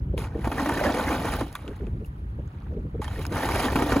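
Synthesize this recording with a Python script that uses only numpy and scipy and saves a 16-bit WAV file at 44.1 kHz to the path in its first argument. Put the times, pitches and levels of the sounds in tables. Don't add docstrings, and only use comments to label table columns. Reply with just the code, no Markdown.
import sys
import numpy as np
from scipy import signal
from scipy.fft import rfft, irfft
from scipy.io import wavfile
from scipy.ndimage import map_coordinates

SR = 44100
rng = np.random.default_rng(int(sys.argv[2]) if len(sys.argv) > 2 else 0)


def unload_wav(signal):
    wavfile.write(
        sys.argv[1],
        SR,
        np.round(np.clip(np.atleast_2d(signal).T, -1, 1) * 32767).astype(np.int16),
    )


N = 176400

# freq_hz, width_hz, lift_db
BUCKET_MODES = [(269.3, 41, 6), (593, 24, -12), (861, 105, 6), (1830, 100, 6), (3830, 68, -19.5)]
# freq_hz, gain_db
SHELL_SPECTRUM = [(100, -11), (280, -8.5), (450, 0), (850, -0.5), (1200, -1), (1750, -11.5), (2400, -14),
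                  (3500, -20), (5500, -26), (9000, -25.5), (16000, -29.5)]
CHURN_SPECTRUM = [(50, -28.5), (150, -4.5), (280, -0.5), (420, -3.5), (650, -5), (1000, -15.5), (2000, -39),
                  (6000, -70)]


def shells(clumps):
    tumble = [(.16, -70), (.19, -39.5), (.26, -40.5), (.3, -54.5), (.42, -43.5), (.5, -63), (.58, -31),
              (.69, -34.5), (.78, -30), (.865, -26.5), (.92, -30), (1.12, -30), (1.21, -34.5), (1.41, -37),
              (1.46, -60), (1.68, -53.5), (1.95, -65.5), (3.0, -65), (3.03, -45.5), (3.22, -43.5),
              (3.29, -53), (3.37, -30), (3.63, -28), (3.72, -30.5), (3.77, -41), (3.93, -26), (4, -38.5)]
    ring_tone = [(400, 5), (900, -1), (1800, 3), (3000, -11.5), (5500, -15.5), (10000, -27.5), (16000, -53)]  # freq_hz, gain_db
    impacts = grains(9000, 250, 14000, q=5, spread_db=2.1, glide=0)
    clatter = amp(-2.5) * colour(impacts, SHELL_SPECTRUM, BUCKET_MODES) * unit(amp(1.6 * clumps))
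    rings = grains(1000, 450, 14000, q=22, spread_db=3.9, glide=.012, pitches=90)
    return level(tumble) * (clatter + amp(-6) * colour(rings, ring_tone))


def surges():
    landings = [(0.441, -29.5, 0.024, -21), (0.471, -25.5, 0.0033, 13), (0.513, -26, 0.016, 4),
                (0.594, -24, 0.016, 5), (0.657, -22, 0.0068, -7), (0.689, -22, 0.01, -20),
                (0.716, -30, 0.0095, 13), (0.837, -27.5, 0.038, -5), (0.983, -28.5, 0.036, -27),
                (1.103, -27.5, 0.029, -10), (1.248, -27.5, 0.053, 1), (1.334, -28, 0.0076, 2),
                (1.405, -26, .014, -21), (3.365, -29.5, 0.026, 6), (3.432, -29, 0.0048, -21),
                (3.487, -19.5, 0.003, -16), (3.632, -23, 0.0099, -21), (3.755, -18, 0.014, 3),
                (3.787, -25, 0.026, -6), (3.82, -20, 0.0064, 10), (3.918, -21, 0.015, 10.5),
                (3.958, -23, 0.017, 10.5)]
    rise_s = 0.004
    out = np.zeros((2, N))
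    impacts = grains(14000, 150, 14000, q=4, spread_db=2, glide=0)
    clatter = colour(impacts, SHELL_SPECTRUM, BUCKET_MODES)
    thump = colour(impacts, CHURN_SPECTRUM, BUCKET_MODES)
    for start_s, db, fade_s, bass_db in landings:
        add(out, start_s, burst(clatter, start_s, db, rise_s, fade_s))
        add(out, start_s, burst(thump, start_s, db + bass_db - 7, 0.78 * rise_s, 0.97 * fade_s))
    return out


def churn(clumps):
    heave = [(0, -57.5), (.4, -47), (.55, -33.5), (.68, -31.5), (.88, -30.5), (1.0, -30), (1.2, -32),
             (1.42, -36.5), (1.5, -49), (1.7, -55.5), (3.0, -83), (3.28, -43.5), (3.36, -32), (3.7, -30.5),
             (3.78, -27), (4, -34)]
    bubbles = grains(1400, 119, 1318, q=6.1, spread_db=4, glide=0.18)
    water = colour(bubbles, CHURN_SPECTRUM, BUCKET_MODES)
    position = np.cumsum(1 + .07 * wander(rate_hz=6))
    swayed = np.array([map_coordinates(row, [position], mode="mirror") for row in water])
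    return amp(-0.5) * level(heave) * swayed * unit(amp(2 * clumps))


def gulps():
    pockets = [(0.669, -18.5, 285, 0.033), (.693, -20.5, 898, 0.011), (0.811, -13.5, 599, 0.009),
               (.848, -20, 575, 0.045), (.853, -19.5, 281.4, 0.04), (.858, -28, 846, 0.014),
               (.862, -22.5, 1694, 0.012), (.893, -20, 687, 0.01), (1.11, -19.5, 272.5, 0.028),
               (1.411, -20, 275, 0.022), (2.047, -30.5, 2760, 0.0016), (3.019, -27.5, 863, 0.011),
               (3.079, -29, 3170, 0.0033), (3.08, -39.5, 854, 0.012), (3.158, -33.5, 1840, 0.0073),
               (3.648, -19.5, 277, 0.022), (3.757, -16, 290, 0.017), (3.822, -22, 847, 0.0044),
               (3.927, -15, 270, 0.0068), (3.966, -15.5, 268, 0.011)]
    glide_per_s, rise_s = 1.15, 0.0033
    out, t = np.zeros((2, N)), np.arange(SR // 7) / SR
    for start_s, db, hz, fade_s in pockets:
        turns = hz * (t + glide_per_s * t ** 2 / 2) + rng.random((2, 1))
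        turns += .14 * wander(rate_hz=60)[:len(t)]
        envelope = np.minimum(t / rise_s, 1) * np.exp(-t / fade_s)
        add(out, start_s, amp(db) * envelope * np.sin(2 * np.pi * turns))
    return out


def spray(clumps):
    rush = [(.16, -80), (.18, -40.5), (.26, -57), (.3, -89), (.38, -62), (.45, -55.5), (.6, -44.5),
            (.8, -43), (1.37, -43), (1.48, -56), (1.68, -63.5), (1.95, -75), (3.0, -80.5), (3.02, -49.5),
            (3.1, -56), (3.24, -46.5), (3.29, -63), (3.34, -43), (3.63, -35.5), (3.7, -41.5), (4, -44)]
    tone = [(800, 3), (2500, 5.5), (4200, 0.5), (5600, -6), (7500, -6), (9700, 0.5), (12000, -5),
            (15500, -6.5)]
    drops = grains(6000, 1800, 15000, q=20, spread_db=3.8, glide=.01, pitches=64)
    return amp(0.5) * level(rush) * colour(drops, tone) * unit(amp(1.6 * clumps))


def splashes():
    # start_s, level_db, fade_s
    slaps = [(.177, -36.5, 0.0055), (.238, -41.5, 0.027), (1.552, -31.5, 0.0077), (1.677, -44.5, 0.013),
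             (1.867, -50, 0.0066), (3.017, -35.5, 0.013), (3.043, -32, 0.0058), (3.079, -35, 0.0034),
             (3.252, -24.5, 0.001), (3.322, -34, 0.016)]
    spits = [(1.527, -40, 0.0016), (1.552, -34.5, 0.0014), (1.662, -61, .005), (1.761, -53.5, .005),
             (2.046, -55, 0.0027), (2.057, -54, 0.013), (3.265, -38.5, 0.0022)]
    # freq_hz, gain_db
    slap_tone = [(200, 1), (600, -8), (950, 12.5), (2000, 5.5), (3000, -3.5), (5500, -11), (9500, -6),
                 (16000, -32)]
    spit_tone = [(2000, -7), (7000, -5.5), (10500, 4.5), (16000, -3.5)]
    out = np.zeros((2, N))
    drops = grains(12000, 500, 15000, q=6, spread_db=2.2, glide=.03)
    for events, tone in (slaps, slap_tone), (spits, spit_tone):
        splash = colour(drops, tone)
        for start_s, db, fade_s in events:
            add(out, start_s, burst(splash, start_s, db, rise_s=0.00086, fade_s=fade_s))
    return out


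def ticks():
    hits = [(.179, -31, 2900), (.694, -36, 10300), (1.554, -33, 3950), (1.555, -31.5, 1440),
            (1.679, -36.5, 3080), (1.869, -45.5, 2720), (2.477, -56, 7000), (3.266, -33, 5800)]
    fade_s = .0016
    out, t = np.zeros((2, N)), np.arange(SR // 50) / SR
    for start_s, db, hz in hits:
        partials_hz = hz * (1 + .16 * rng.uniform(-1, 1, (2, 5, 1)))
        ring = np.sin(2 * np.pi * partials_hz * t).sum(1) / 2
        add(out, start_s, amp(db) * ring * np.exp(-t / fade_s))
    return out


def trickle():
    flow = [(0, -66), (1.45, -53), (1.75, -55.5), (2.0, -67), (2.35, -64.5), (2.62, -56), (2.85, -65),
            (3.2, -56)]
    tone = [(700, 12), (1400, 8.5), (2600, -1.5), (3600, -5), (5500, -18), (7000, -20), (10000, -21.5),
            (16000, -23)]
    drips = grains(1400, 700, 13000, q=12, spread_db=3.6, glide=.02, pitches=50)
    return level(flow) * colour(drips, tone)


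def walls(x):
    echo_gain, fade_s = .28, .007
    t = np.arange(SR // 50) / SR
    taps = rng.standard_normal(len(t)) * np.exp(-t / fade_s) * (t > .001)
    taps = signal.sosfilt(signal.butter(2, 1100, "high", fs=SR, output="sos"), taps)
    taps *= echo_gain / np.linalg.norm(taps)
    return x + signal.oaconvolve(x, taps[None], axes=1)[:, :N]


def wind():
    pressure = [(0.0, -29), (0.36, -31.5), (0.48, -23), (0.51, -34.5), (1.14, -34.5), (1.4, -30),
                (1.54, -43.5), (1.97, -26), (2.06, -36.5), (2.71, -33.5), (2.84, -25), (2.87, -32.5),
                (3.35, -31), (3.43, -44), (3.55, -26), (3.65, -32), (3.9, -28), (4.0, -35)]
    flutters = [(0.136, -30.5, 0.022), (0.163, -36.5, 0.064), (0.351, -30, 0.024), (0.374, -34.5, 0.039),
                (1.643, -42.5, 0.015), (1.665, -39, 0.097), (1.798, -38, 0.072), (1.867, -38, 0.029),
                (1.931, -49, 0.056), (2.003, -43.5, 0.057), (2.386, -36.5, 0.027), (2.701, -42.5, 0.095),
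                (2.765, -39, 0.052), (2.84, -44, 0.056), (2.94, -35, 0.032), (2.988, -34, 0.037),
                (3.175, -36.5, 0.049), (3.308, -32.5, 0.055)]
    # freq_hz, gain_db
    rumble_tone = [(15, -53), (30, -11.5), (55, 1), (85, -1), (130, -6.5), (200, -14), (350, -23.5),
                   (600, -41.5), (4000, -114)]
    flutter_tone = [(80, -4.5), (220, -1), (440, 3.5), (600, -10), (800, -22), (1500, -54.5), (5000, -80)]
    turbulence = rng.standard_normal(N) * amp(2.36 * wander(rate_hz=20))
    out = amp(0.5) * level(pressure) * colour(turbulence, rumble_tone)
    eddies = colour(rng.standard_normal(N), flutter_tone)
    for start_s, db, length_s in flutters:
        part = eddies[:, round(start_s * SR):][:, :round(length_s * SR)]
        swell = np.sin(np.pi * np.linspace(0, 1, part.shape[1]) ** 0.57) ** 1.7
        add(out, start_s, amp(db) * unit(part * swell))
    return out


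def shore():
    tone = [(100, -9), (500, 3), (1100, 4.5), (2000, -4.5), (3200, -14), (5500, -29.5), (10000, -28),
            (16000, -28)]
    return amp(-57) * colour(rng.standard_normal((2, N)), tone)


def ports(pair, scatter):
    phase = [(20, 0), (300, 0), (700, .15), (1500, .25), (3100, 1.1), (4050, .6), (5430, 1.3), (6900, 0),
             (7900, -2.5), (8800, -3.4), (10400, -5.8), (11800, -6.8), (13000, -8.9), (13900, -9.9),
             (15500, -12.3)]
    balance = [(700, 0), (2000, -1.5), (3300, -3.5), (5600, -5), (7000, 0), (16000, 0)]  # freq_hz, left_minus_right_db
    hz = np.fft.rfftfreq(N, 1 / SR)
    direct, scattered = rfft(pair)
    share = np.clip(amp(curve_at(scatter, hz)) ** 2, 0, 1)
    side = np.array([[1], [-1]])
    stereo = np.sqrt(1 - share) * direct + side * np.sqrt(share) * scattered
    stereo *= amp(side * curve_at(balance, hz) / 2)
    return irfft(stereo * np.exp(.5j * side * curve_at(phase, hz)), N)


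def grains(per_s, lo_hz, hi_hz, q, spread_db, glide, pitches=28):
    out = np.zeros((2, N))
    for hz in np.geomspace(lo_hz, hi_hz, pitches):
        life_s = q / hz
        t = np.arange(0, 2 * life_s, 1 / SR)
        ring = np.exp(-np.pi * t / life_s) * np.sin(2 * np.pi * hz * t * (1 + glide * t / life_s))
        for row in out:
            when, chance = rng.random((4000, 2))[:int(per_s * N / SR / pitches)].T
            size = amp(spread_db * np.minimum(-np.log(chance), 4))
            polarity = (-1) ** np.arange(len(when))
            kicks = np.bincount((when * N).astype(int), size * polarity, N)
            row += np.sqrt(hz) * unit(signal.oaconvolve(kicks, ring)[:N])
    return unit(out)


def burst(texture, start_s, db, rise_s, fade_s):
    t = np.arange(SR // 5) / SR
    part = texture[:, round(start_s * SR):][:, :len(t)]
    t = t[:part.shape[1]]
    envelope = np.minimum(t / rise_s, 1) * np.exp(-np.maximum(t - rise_s, 0) / fade_s)
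    return amp(db) * unit(part * envelope) * np.sqrt(np.mean(envelope ** 2))


def colour(x, tone, modes=()):
    hz = abs(np.fft.fftfreq(4096, 1 / SR))
    gain = amp(curve_at(tone, hz))
    for mode_hz, width_hz, lift_db in modes:
        detune = 2 * (hz - mode_hz) / width_hz
        gain *= np.sqrt(1 + (amp(lift_db) ** 2 - 1) / (1 + detune ** 2))
    log_response = np.conj(signal.hilbert(np.log(gain)))
    taps = np.fft.ifft(np.exp(log_response)).real
    return unit(signal.oaconvolve(np.atleast_2d(x), taps[None], axes=1)[:, :N])


def wander(rate_hz):
    hz = np.fft.rfftfreq(N, 1 / SR)
    return unit(irfft(rfft(rng.standard_normal(N)) / (1 + (hz / rate_hz) ** 4), N))


def amp(db):
    return 10 ** (np.asarray(db) / 20)


def unit(x):
    return x / np.sqrt(np.mean(x ** 2) + 1e-20)


def curve_at(points, hz):
    knots_hz, values = np.transpose(points)
    return np.interp(np.log(hz + 1), np.log(knots_hz + 1), values)


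def level(points):
    return amp(np.interp(np.arange(N) / SR, *np.transpose(points)))


def add(mix, start_s, sound):
    part = mix[..., max(round(start_s * SR), 0):][..., :sound.shape[-1]]
    part += sound[..., :part.shape[-1]]


def scene():
    # freq_hz, share_db (capped at 0)
    bucket_scatter = [(280, -65), (550, -8.5), (1100, -22), (3300, -10.5), (5500, 0), (7000, -31),
                      (16000, -17)]
    shore_scatter = [(100, -29), (300, -19), (700, 1.5), (2000, 11.5), (16000, -15)]
    wash = shore()
    clumps = wander(rate_hz=49)
    load = shells(clumps) + spray(clumps) + churn(clumps)
    bucket = walls(load + surges() + splashes()) + gulps() + ticks() + trickle()
    return ports(bucket, bucket_scatter) + ports(wash, shore_scatter) + wind()


def record(dry):
    edge_hz = 15900
    taps = signal.firwin(511, edge_hz, window=("kaiser", 9), fs=SR)
    return signal.oaconvolve(dry, taps[None], "same")


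dry = scene()
out = record(dry)
unload_wav(out)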